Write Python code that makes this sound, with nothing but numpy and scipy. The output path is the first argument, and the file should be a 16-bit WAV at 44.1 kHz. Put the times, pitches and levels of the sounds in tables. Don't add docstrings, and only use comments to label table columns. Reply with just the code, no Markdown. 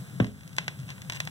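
import sys
import numpy as np
from scipy import signal
from scipy.fft import rfft, irfft, next_fast_len
from scipy.io import wavfile

SR = 44100
rng = np.random.default_rng(int(sys.argv[2]) if len(sys.argv) > 2 else 0)


def materialize(psi):
    bounded = np.clip(np.atleast_2d(psi).T, -1, 1)
    quanta = np.round(bounded * 32767).astype(np.int16)
    wavfile.write(sys.argv[1], SR, quanta)


N = 57330

# freq_hz, gain_db
RUMBLE_SPECTRUM = [(25, -20), (50, -29), (75, -12.5), (105, -7), (130, 0), (175, -4.5), (220, -15.5),
                   (300, -21), (500, -39.5), (1200, -45.5)]
# time_s, level_db
RUMBLE_LEVEL = [(0, -34), (.06, -47), (.15, -39.5), (.36, -48), (.5, -43.5), (.58, -43), (.69, -41),
                (.76, -44.5), (.85, -40.5), (.95, -43.5), (1.3, -41)]
# freq_hz, left_minus_right_db
RUMBLE_BALANCE = [(60, 0), (110, 4.5), (400, 2)]
# centre_s, level_db
RIPPLES = [(.690, -35), (.803, -30)]
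# freq_hz, gain_db
HISS_SPECTRUM = [(100, -30), (500, 6), (1000, -0.5), (1700, 4), (3300, -2.5), (6000, -7), (8000, -4.5),
                 (9200, -12), (10500, -4.5), (12500, -12.5), (15500, -16)]
# time_s, level_db
HISS_LEVEL = [(0, -51.5), (.19, -54), (.33, -57.5), (.55, -55), (.85, -54), (1.3, -53)]
# freq_hz, left_minus_right_db
HISS_BALANCE = [(500, 2), (8000, -1.5), (10500, -8), (15000, -13)]
# start_s, length_s, level_db
DIRTY_PATCHES = [(0.207, 0.085, -53.5), (0.88, 0.046, -45), (1.122, .024, -41.5), (1.147, .027, -38.5),
                 (1.226, .04, -58)]
# start_s, level_db
TOUCHES = [(.2009, -13), (.2255, -31.5)]
# freq_hz, gain_db
CONTACT_SPECTRUM = [(100, -8.5), (400, -4), (700, 5), (900, -12), (1130, 1.5), (1350, -8.5), (1650, 1),
                    (2300, -4), (3400, -10), (4700, -27), (6000, -26), (12000, -45)]
# pitch_hz, level_db, t60_s
ROOM_MODES = [(72.2, -43.5, 0.8), (179.4, -28.5, 0.28), (202.9, -23, 0.3), (253, -28.5, 0.25),
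              (290.6, -33, 0.245), (420, -39.5, 0.34), (640, -43, 0.08)]
# start_s, level_db, tilt_db_per_octave
DUST_POPS = [(.2305, -43, 8), (0.2452, -23.5, 0), (0.2442, -28, 3), (0.268, -31, 6.5), (0.4771, -29.5, 9.5),
             (.5313, -33, 8), (.5660, -21.5, 11), (0.5793, -29.5, 8.5), (0.5839, -5.5, 2), (0.6431, -35, 7),
             (0.6806, -11, 1.5), (0.791, -34, 8), (.8007, -30.5, 10), (0.891, -26.5, 0), (0.9034, -23, 6),
             (0.9807, -33.5, -2), (1.0188, -23, 8.5), (1.0987, -13, 4.5), (1.1016, -23.5, 0),
             (1.122, -18.5, 6), (1.1338, -21.5, 8), (1.1512, -23.5, 8.5), (1.1567, -22, 12),
             (1.1620, -25, 6), (1.168, -25.5, 21), (1.2024, -12, 6.5), (1.204, -13.5, 3), (1.2522, -22, 14),
             (1.2740, -17, 1)]
# freq_hz, gain_db
POP_SPECTRUM = [(100, -37.5), (400, -4), (630, -0.5), (820, -4.5), (1040, 2.5), (1250, -9), (1480, 2),
                (2000, 7.5), (3400, -2), (4700, -8), (6000, -10.5), (8200, -16.5), (9300, -25),
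                (12000, -30), (15500, -33)]
# freq_hz, t60_s
TAIL_DECAY = [(150, 0.44), (1000, 0.23), (3500, 0.26), (10000, 0.23)]
# freq_hz, gain_db
TAIL_SPECTRUM = [(200, 3), (1000, 1), (2000, -2), (3100, 1.5), (4200, -3), (10000, -3.5)]
# freq_hz, correlation
MIC_LIKENESS = [(100, 0.88), (500, 0.39), (2400, 0.96), (7000, 0.91), (13000, 1)]
# freq_hz, lead_rad
LEFT_LEAD = [(0, 0), (400, .25), (1380, 0), (1720, 2.5), (2350, 3.1), (2930, 4.1), (3350, 6.1), (3900, 6.5),
             (4250, 8.8), (4750, 9.4), (5600, 12.2), (6200, 12.8), (7050, 15.8), (7550, 18.4), (8700, 19.8),
             (9450, 22), (11800, 15.8), (13300, 12.8), (16000, 7)]

CRACKLE_PER_S, DUST_PER_S, DUST_DB = 1400, 53, -47.5
DROP_S, DROP_DB, MODE_RISE_S = .2027, -6, 0.0085
SWING_HZ, BOOM_HZ, SLOWING_S, BOOM_T60_S, SWING_RISE_S = 404, 116, .0042, .091, .0043
BOUNCE_S, BOUNCE_SHARE = 0.001125, 0.18
EARLY_DB, EARLY_T60_S, TAIL_DB = -6.5, 0.026, -12
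CROSSOVER_HZ, CROSSOVER_Q = 3000, 1.1
LOW_CUT_HZ, TOP_HZ = 55, 15850


def amp(db):
    return 10 ** (np.asarray(db) / 20)


def unit_rms(x):
    return x / np.sqrt(np.mean(x ** 2) + 1e-20)


def along(points, hz):
    f, v = np.transpose(points)
    return np.interp(np.log(hz + 1), np.log(f + 1), v)


def curve(rows):
    return np.interp(np.arange(N) / SR, *np.transpose(rows))


def filtered(x, response):
    size = next_fast_len(N + SR // 2)
    return irfft(rfft(x, size) * response(np.fft.rfftfreq(size, 1 / SR)), size)[..., :N]


def add(track, start_s, sound):
    part = track[..., max(round(start_s * SR), 0):][..., :sound.shape[-1]]
    part += sound[..., :part.shape[-1]]


def click(spectrum, tilt_db=0, size=1024):
    hz = np.fft.rfftfreq(size, 1 / SR)
    cepstrum = irfft(np.log(amp(along(spectrum, hz) + tilt_db * np.log2(1 + hz / 1000))))
    pulse = irfft(np.exp(rfft(2 * np.r_[0, cepstrum[1:size // 2]], size)))
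    return pulse / np.abs(pulse).max()


def cone_pulse(centre_s, hz, db, width_s):
    t = np.arange(N) / SR - centre_s
    return amp(db) * np.exp(-(t / width_s) ** 2) * np.cos(2 * np.pi * hz * t)


def noise_pair(size):
    common, apart = rfft(rng.standard_normal((2, size)))
    angle = np.arccos(np.clip(along(MIC_LIKENESS, np.fft.rfftfreq(size, 1 / SR)), -1, 1)) / 2
    mid, side = common * np.cos(angle), apart * np.sin(angle)
    return irfft([mid + side, mid - side], size)


def noise_bed(spectrum, balance, level):
    noise = filtered(noise_pair(N), lambda hz: amp(along(spectrum, hz)))
    placed = filtered(noise, lambda hz: amp(np.outer([.5, -.5], along(balance, hz))))
    return amp(curve(level)) * unit_rms(placed)


def room(x, early_db, tail_db):
    hz, t, frames = signal.stft(noise_pair(SR // 3), SR, nperseg=256)
    fade = amp(along(TAIL_SPECTRUM, hz)[:, None] - 60 * t / along(TAIL_DECAY, hz)[:, None])
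    tail = signal.istft(frames * fade, SR, nperseg=256)[1]
    t = np.arange(tail.shape[1]) / SR
    early = noise_pair(len(t)) * amp(-60 * t / EARLY_T60_S) * (t > BOUNCE_S)
    response = amp(early_db) * early / np.linalg.norm(early[0])
    response += amp(tail_db) * (t > BOUNCE_S) * tail / np.linalg.norm(tail[0])
    response[:, 0] += 1
    return signal.fftconvolve(x[None], response, axes=1)[:, :N]


def loudspeaker(x):
    pole = lambda hz: CROSSOVER_HZ ** 2 - hz ** 2 + 1j * hz * CROSSOVER_HZ / CROSSOVER_Q
    shelf = lambda hz: 1 + BOUNCE_SHARE * np.exp(-2j * np.pi * hz * BOUNCE_S)
    return filtered(x, lambda hz: np.conj(pole(hz)) / pole(hz) * shelf(hz))


def rumble():
    drone = noise_bed(RUMBLE_SPECTRUM, RUMBLE_BALANCE, RUMBLE_LEVEL)
    return drone + sum(cone_pulse(s, hz=135, db=db, width_s=.015) for s, db in RIPPLES)


def hiss():
    return noise_bed(HISS_SPECTRUM, HISS_BALANCE, HISS_LEVEL)


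def crackle():
    kicks = np.zeros(N)
    stretches = [(0, N / SR, DUST_DB, DUST_PER_S)] + [(*patch, CRACKLE_PER_S) for patch in DIRTY_PATCHES]
    for start_s, length_s, db, per_s in stretches:
        place, size, sign = rng.random((3, int(length_s * per_s)))
        at = np.clip(((start_s + length_s * place) * SR).astype(int), 0, N - 1)
        strength = amp(db - 3.5 * np.log(size + 0.033))
        kicks += np.bincount(at, np.sign(sign - .5) * strength, N)
    ticks = np.convolve(kicks, click(POP_SPECTRUM, tilt_db=2.1))[:N]
    return loudspeaker(room(ticks, EARLY_DB, TAIL_DB))


def stylus_drop():
    t = np.arange(SR // 2) / SR
    cycles = BOOM_HZ * t + (SWING_HZ - BOOM_HZ) * SLOWING_S * (1 - np.exp(-t / SLOWING_S))
    envelope = amp(DROP_DB - 60 * t / BOOM_T60_S) * (1 - np.exp(-t / SWING_RISE_S))
    swing = envelope * np.sin(2 * np.pi * cycles)
    modes = sum(amp(db - 60 * t / t60) * np.sin(2 * np.pi * hz * t) for hz, db, t60 in ROOM_MODES)
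    modes *= (1 - np.exp(-t / MODE_RISE_S)) ** 2
    out = np.zeros((2, N))
    add(out, DROP_S, room(swing + modes, early_db=-14.5, tail_db=-19.5))
    for start_s, db in TOUCHES:
        add(out, start_s, room(amp(db) * click(CONTACT_SPECTRUM), early_db=2, tail_db=-6.5))
    knock = room(cone_pulse(centre_s=.203, hz=428, db=-5.6, width_s=0.0011), early_db=-33, tail_db=-19)
    knock[1] *= amp(-27)
    seating = -cone_pulse(centre_s=.2251, hz=0, db=-17.5, width_s=0.00082)
    return out + knock + seating


def pops():
    out = np.zeros((2, N))
    for start_s, db, tilt_db in DUST_POPS:
        add(out, start_s, room(-amp(db) * click(POP_SPECTRUM, tilt_db), EARLY_DB, TAIL_DB))
    return loudspeaker(out)


def scene():
    return rumble() + hiss() + stylus_drop() + pops() + crackle()


def record(dry):
    lead = lambda hz: np.interp(hz, *np.transpose(LEFT_LEAD))
    band = lambda hz: hz ** 4 / (hz ** 4 + LOW_CUT_HZ ** 4) * (hz < TOP_HZ)
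    return filtered(dry, lambda hz: np.exp(1j * np.outer([0, -1], lead(hz))) * band(hz))


dry = scene()
out = record(dry)
materialize(out)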